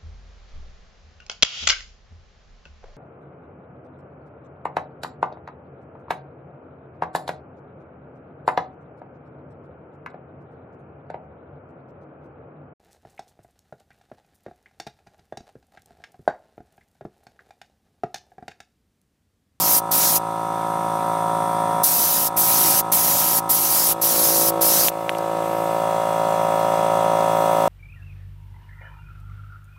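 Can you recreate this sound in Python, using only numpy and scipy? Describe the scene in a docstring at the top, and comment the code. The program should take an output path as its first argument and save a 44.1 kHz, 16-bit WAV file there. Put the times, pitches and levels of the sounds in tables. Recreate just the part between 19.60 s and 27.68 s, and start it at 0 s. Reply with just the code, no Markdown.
"""A small piston compressor drones while a spray gun, already open, hisses inside a wheel arch near a phone.
A second short burst follows, then after a pause six longer ones: shaped noise gated by the valve.
A few knocks end the spraying, each a brief swing, and the drone of repeated strokes is left alone.
The arch colours the drone by place as the phone moves; its gain control ducks the drone under each burst
and lets it swell back."""
import sys
import numpy as np
from scipy import signal
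from scipy.fft import rfft, irfft
from scipy.io import wavfile
from scipy.ndimage import uniform_filter1d

SR = 44100
rng = np.random.default_rng(int(sys.argv[2]) if len(sys.argv) > 2 else 0)


def generate_wav(signal):
    """Clip the signal to [-1, 1] and save it as 16-bit WAV at the path in sys.argv[1]."""
    frames = np.transpose(np.atleast_2d(signal))
    scaled = np.clip(frames, -1, 1) * 32767
    pcm = np.round(scaled).astype(np.int16)
    wavfile.write(sys.argv[1], SR, pcm)


N = 356310  # length in samples

# Relative spectra of the nozzle hiss, the splash off the part and the low roar.
# Each row: frequency in Hz, density in dB per Hz.
JET_SPECTRUM = [(4400, -48), (7500, -13), (10200, -3), (12400, 2), (14000, -3.5), (15000, -2.5),
                (16500, -7)]
SPLASH_SPECTRUM = [(2800, -22.5), (3800, -8), (5000, -2), (6000, 0), (7200, -4), (9000, -7.5)]
ROAR_SPECTRUM = [(70, -77), (150, 7.5), (320, 9), (430, -0.5), (600, 9), (850, 8.5), (1050, 6), (2000, 0),
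                 (3200, 1.5), (5000, -12.5)]
# Trigger pulls. Each row: opens in seconds, let go in seconds, squeeze in seconds, jet level early in dB,
# late in dB, opening surge in dB, splash relative to jet early in dB, late in dB,
# roar relative to splash in dB.
PULLS = [(-.1, 0.182, .01, -17, -4.5, 0, -4, -8.5, -8.5), (.309, 0.568, 0.0082, -9, -8.5, 0, -6, -6, -10),
         (2.231, 2.670, .01, -8.5, -10.5, 4, -8.5, -7, -9),
         (2.762, 3.197, 0.013, -10.5, -8, 3, -10, -6, -7),
         (3.316, 3.784, 0.0082, -8, -9, 3.5, -8.5, -7.5, -7),
         (3.89, 4.318, 0.018, -9.5, -5.5, 10.5, -11, -6.5, -8),
         (4.412, 4.891, .007, -8.5, -9, 1, -6.5, -6.5, -9.5),
         (5.006, 5.282, 0.012, -6, -9.5, -1.5, -8, -4, -9.5)]
CLOSE_S, SURGE_S = 0.013, 0.058  # the valve closes; the hose pressure settles
SWEEP_DB = 2.5  # the splash swells mid-pull as the fan of paint crosses the part
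THUD_DB, THUD_HZ = -40, 30  # pressure step as the valve opens or shuts: peak level, low-pass cutoff

# Drone colour in the arch. Each row is one place: relative levels in dB of multiples 1 to 28 of the stroke rate.
PLACES = [(-43.0, -17.5, -9, -19.5, -17.5, -15.0, -15, -20, -22.5, -4.5, -11.5, -13, -2, -6.5, -18, -23, 0.89, -3.5, -16.5, -12, -13, -15.5, -11, -10.5, -18, -24, -45, -31),
          (-44, -14, -7.5, -17, -14, -7.5, -13, -18, -15.5, -5, -14, -14.5, -6, -1, -13, -11.5, 1, -3, -11, -10.5, -14.5, -19.5, -3, -14, -13.5, -24, -48, -24.5),
          (-42, -15, -7.5, -19, -14.5, 0, -8, -11, -1.5, 4, -6, -6, -0.5, -4.5, -33, -7.5, -0.31, -12, -11, -6.5, -14.5, -42, -8, -10, -26, -35, -21, -21),
          (-43, -16, -8, -19, -15, -14, -10.5, -22, -8.5, 3, 0, -4.5, -0.5, -1.5, -15.5, -12, 0.8, -4.5, -17.5, -9.5, -13.5, -15, -7.5, -12.5, -15, -47, -21.5, -27)]
# Casing and valve reeds rung by each stroke. 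Each row: frequency in Hz, width in Hz,
# relative level at the first place in dB, at the last place in dB.
CASING_MODES = [(1716, 90, -34, -28.5), (1803, 45, -28.5, -28.5), (2044, 79, -35.5, -29.5),
                (2330, 70, -39.5, -38.5), (2546, 19, -40, -29.5), (2802, 66, -40.5, -28.5),
                (3316, 45, -32.5, -28), (3510, 115, -35, -34), (3970, 120, -45, -42),
                (5300, 1500, -54, -49.5), (6100, 310, -48, -40.5), (8240, 190, -55, -48),
                (8880, 110, -33, -45.5), (8800, 2250, -42.5, -44)]
# Compressor air hiss, one relative spectrum for the first place and one for the last.
# Each row: frequency in Hz, density in dB per Hz.
INTAKE_SPECTRA = [
    [(1000, -13), (1500, 7), (2200, 4), (3100, -7), (3500, 1.5), (4300, -5), (6100, -3), (7100, -27),
     (7900, -10.5), (9000, 1.5), (9900, -4), (12500, 4), (13800, -4), (15700, -16)],
    [(1000, -17), (1500, -10), (2200, 7.5), (3100, 2), (3500, 3.5), (4500, -1), (6100, -3.5), (6900, -2.5),
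     (8200, 2.5), (9100, -7), (10500, -6.5), (12200, -1.5), (13500, -12), (15700, -9)],
]
# Relative spectrum of the motor rumble. Each row: frequency in Hz, density in dB per Hz.
RUMBLE_SPECTRUM = [(20, -36), (70, -62), (110, -6), (200, -1.5), (450, -5.5), (600, 0.5), (1000, -2.5),
                   (1300, -6.5), (1600, -11.5), (3000, -28)]
# Path of the phone. Each row: time in seconds, place from 0 to 3, compressor level in dB.
PATH = [(0, .5, 2), (1, .5, -0.5), (1.8, 0, -1), (2.3, 0, -1.5), (3, 0.84, 1), (3.6, 0.54, 1),
        (4.2, 1.25, 0.5), (4.6, 2, 2), (5, 2, 5), (5.3, 2.5, 0), (5.7, 2.5, 0.5), (6, 2.5, 0.5),
        (6.25, 3, .5), (6.5, 3, 0), (6.8, 3, 0.5), (7.5, 3, 1), (8.08, 3, 1.5)]
# Level of the intake treble. Each row: time in seconds, level change in dB.
TREBLE_LIFT = [(0, -3), (2.2, -4), (3.5, -3), (5.3, 4), (5.8, 1), (5.9, 7), (6.3, 6), (7.6, 4), (7.72, 9.5),
               (8.08, 10)]
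# Casing level and intake hiss level. Each column is one place, in dB.
CASING_DB = (-38.5, -39.5, -41.5, -39)
INTAKE_DB = (-41, -40, -38, -42)
STROKE_HZ, FIRST_STROKE_S = 55.503, .0025
DRONE_DB, RUMBLE_DB = -18.5, -34
WHIR_HZ, WHIR_DB = 187.4, -44  # a separate tone beside the drone that wavers a little
INTAKE_FOLLOWS = .5  # share of the compressor's level change in dB that the intake hiss follows

# Gun and cup knock against the metal. Each row: time in seconds, peak level in dB, frequency in Hz,
# length in cycles.
KNOCKS = [(5.2847, 3.5, 2850, 1.3), (5.494, 2.5, 2240, 0.98), (5.4978, -11, 10500, 3.7),
          (5.5305, -27, 11000, 5), (5.5502, -14, 2600, 1.5), (5.5852, -18, 5270, 2.4),
          (5.5853, -15, 11300, 4)]
EDGE_HZ = 15790  # upper band limit


def gain_of(db):
    """Decibel law: 20 dB is a tenfold amplitude."""
    return 10 ** (np.asarray(db) / 20)


def evened(x):
    """Normalisation to unit root-mean-square."""
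    return x / np.sqrt(np.mean(x ** 2) + 1e-20)


def read(points, hz):
    """Interpolation of a spectrum, linear in dB over logarithmic frequency."""
    f, value = np.transpose(points)
    return np.interp(np.log(hz + 1), np.log(f + 1), value)


def columns(rows):
    """Linear interpolation in time of each column, sample by sample."""
    s, *values = np.transpose(rows)
    return [np.interp(np.arange(N) / SR, s, v) for v in values]


def noise(spectrum, patchy_db, flicker_db, size=512):
    """Short-time synthesis: random spectra with drifting patches and a flicker shared by all pitches."""
    frames, hz = 4 * N // size + 5, np.fft.rfftfreq(size, 1 / SR)
    real, imaginary, patches = rng.standard_normal((frames, len(hz), 3)).T
    patches = uniform_filter1d(patches, size=7, axis=0)  # across frequency
    patches = evened(uniform_filter1d(patches, size=20, axis=1))  # across time
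    flicker = evened(uniform_filter1d(rng.standard_normal(frames), size=5))
    level_db = read(spectrum, hz)[:, None] + patchy_db * patches + flicker_db * flicker
    spectra = (real + 1j * imaginary) * gain_of(level_db)
    return evened(signal.istft(spectra, nperseg=size, noverlap=3 * size // 4)[1][:N])


def gun():
    """Turbulent flow noise: a valve gates the jet, its splash and a low roar, and thuds by its pressure step."""
    valve, jet_db, splash_db, roar_db = np.zeros((4, N))
    for opens, let_go, squeeze, early_db, late_db, surge_db, splash_early_db, splash_late_db, rel_db in PULLS:
        now = slice(max(round(opens * SR), 0), round((let_go + 4 * CLOSE_S) * SR))
        t = np.arange(now.start, now.stop) / SR
        along = np.clip((t - opens) / (let_go - opens), 0, 1)
        opening = np.clip((t - opens) / squeeze, 0, 1) ** 1.1
        closing = np.exp(-(np.maximum(t - let_go, 0) / CLOSE_S) ** 2)
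        valve[now] = opening * closing
        surge = surge_db * np.exp((opens - t) / SURGE_S)
        jet_db[now] = early_db + along * (late_db - early_db) + surge
        sweep = SWEEP_DB * np.sin(np.pi * along)
        splash_db[now] = splash_early_db + along * (splash_late_db - splash_early_db) + sweep
        roar_db[now] = rel_db
    splash = noise(SPLASH_SPECTRUM, 1.7, 1.0)
    splash = splash + gain_of(roar_db) * noise(ROAR_SPECTRUM, 1.56, 1.2)
    jet = noise(JET_SPECTRUM, 1.6, 0.81)
    spray = valve * gain_of(jet_db) * (jet + gain_of(splash_db) * splash)
    low_pass = signal.butter(2, THUD_HZ, fs=SR, output="sos")
    thud = signal.sosfilt(low_pass, np.diff(valve, prepend=1))  # the valve starts open
    return spray + gain_of(THUD_DB) * thud / abs(thud).max()


def causal_phases(db):
    """Minimum phase by the Hilbert transform of log level: a sharp stroke, then its ringing."""
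    circle_db = np.concatenate([[db[0] - 24], db, np.full(7, db[-1] - 22), db[::-1]])
    log_level = circle_db * np.log(10) / 20
    return -signal.hilbert(log_level).imag[1:len(db) + 1]


def pipe_cycles(size=4096):
    """Fourier series: one full stroke as the pipes sound it at each place."""
    multiple = np.arange(1, len(PLACES[0]) + 1)
    # curved phase: from multiple 10 up, the high ones arrive first and the lower ones trail
    trail = .055 * (np.maximum(multiple, 10) - 17) ** 2
    phases = causal_phases(np.mean(PLACES, axis=0)) + trail
    return [evened(irfft(np.append(0, -gain_of(db) * np.exp(1j * phases)), size)) for db in PLACES]


def casing_cycles(size=8192):
    """Modal resonance: one stroke of the casing at each place, rung by a short clatter of valve parts."""
    hz, t = np.arange(size // 2 + 1) * STROKE_HZ, np.arange(size) / size / STROKE_HZ
    cycles = []
    for along in np.linspace(0, 1, len(PLACES)):
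        burst = rng.standard_normal(size) * np.exp(-t / 0.012)
        clatter = np.exp(1j * np.angle(rfft(burst)))  # only its phases are kept
        modes = sum(gain_of(first_db + along * (last_db - first_db)) / (1 + (2 * (hz - f) / width) ** 2)
                    for f, width, first_db, last_db in CASING_MODES)
        cycles.append(evened(irfft(clatter * modes * (hz < SR / 2))))
    return cycles


def repeat(cycles, turns, share):
    """Periodicity: reads the cycles over and over, mixed by their shares."""
    return sum(s * np.interp(turns % 1, np.arange(len(c)) / len(c), c, period=1) for s, c in zip(share, cycles))


def compressor():
    """Near-periodic excitation: uneven strokes ring pipes and casing over rumble, whir and throbbing intake hiss."""
    place, level_db = columns(PATH)
    t = np.arange(N) / SR
    wander = evened(uniform_filter1d(rng.standard_normal(N), size=4000))
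    turns = (t - FIRST_STROKE_S) * STROKE_HZ + 0.00052 * wander
    share = np.array([np.maximum(1 - abs(place - k), 0) for k in range(len(PLACES))])

    # each stroke differs in strength and lateness, read smoothly between strokes
    strength, late = rng.standard_normal((round(turns[-1]) + 2, 2)).T
    strength, late = (np.interp(turns + 1, range(len(v)), v) for v in (strength, late))
    drone = (1 + 0.051 * strength) * repeat(pipe_cycles(), turns + 0.0012 * late, share)
    casing = repeat(casing_cycles(), turns, np.sqrt(share))
    casing_db, hiss_db = np.array([CASING_DB, INTAKE_DB]) @ share
    strokes = gain_of(level_db) * (gain_of(DRONE_DB) * drone + gain_of(casing_db) * casing)

    along = np.clip(place / 3, 0, 1)
    first_hiss = noise(INTAKE_SPECTRA[0], 2.5, 0.85)
    last_hiss = noise(INTAKE_SPECTRA[1], 1.9, 0.54)
    hiss = np.sqrt(1 - along) * first_hiss + np.sqrt(along) * last_hiss
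    treble = signal.sosfiltfilt(signal.butter(2, 10200, "high", fs=SR, output="sos"), hiss)
    lift_db, = columns(TREBLE_LIFT)
    hiss = gain_of(hiss_db + INTAKE_FOLLOWS * level_db) * (hiss + (gain_of(lift_db) - 1) * treble)

    throb = 1 + 0.05 * np.cos(2 * np.pi * (turns - .2))  # once a stroke
    rumble = gain_of(RUMBLE_DB) * noise(RUMBLE_SPECTRUM, 1.3, 0.42, size=2048)
    whir = gain_of(WHIR_DB) * np.sqrt(2) * np.sin(2 * np.pi * WHIR_HZ * t + .8 * wander)
    return strokes + throb * (hiss + rumble) + whir


def knocks():
    """Impact: each knock is a swing of a few cycles under a Gaussian envelope, with a faint overtone."""
    out, t = np.zeros(N), np.arange(-100, 100) / SR
    for s, db, hz, cycles in KNOCKS:
        overtone = 0.092 * np.sin(2 * np.pi * 2.5 * hz * t)
        envelope = np.exp(-(2 * t * hz / cycles) ** 2)
        swing = -(np.sin(2 * np.pi * hz * t) + overtone) * envelope
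        out[round(s * SR) - 100:][:len(t)] += gain_of(db) * swing / abs(swing).max()
    return out


def scene():
    """Superposition: the sources add at one microphone, which feeds both channels."""
    return np.tile(gun() + compressor() + knocks(), (2, 1))


def record(dry, knee_db=-16.5, share=0.82, fall_s=0.0082, rise_s=0.82, start_db=9.5):
    """Compression: gain falls fast on loud sound and recovers slowly; then a low-pass band limit."""
    hop = 220  # samples between gain steps
    power = uniform_filter1d(dry[0] ** 2, size=900)[::hop]
    over_db = share * np.maximum(10 * np.log10(abs(power) + 1e-12) - knee_db, 0)
    cut_db, now_db = [], start_db
    for want_db in over_db:
        settle_s = fall_s if want_db > now_db else rise_s
        now_db += (want_db - now_db) * min(hop / SR / settle_s, 1)
        cut_db.append(now_db)
    ducked = dry / gain_of(np.interp(np.arange(N) / hop, range(len(cut_db)), cut_db))
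    band_limit = signal.firwin(1001, EDGE_HZ, window=("kaiser", 7), fs=SR)
    return signal.oaconvolve(ducked, band_limit[None], "same")


dry = scene()
out = record(dry)
generate_wav(out)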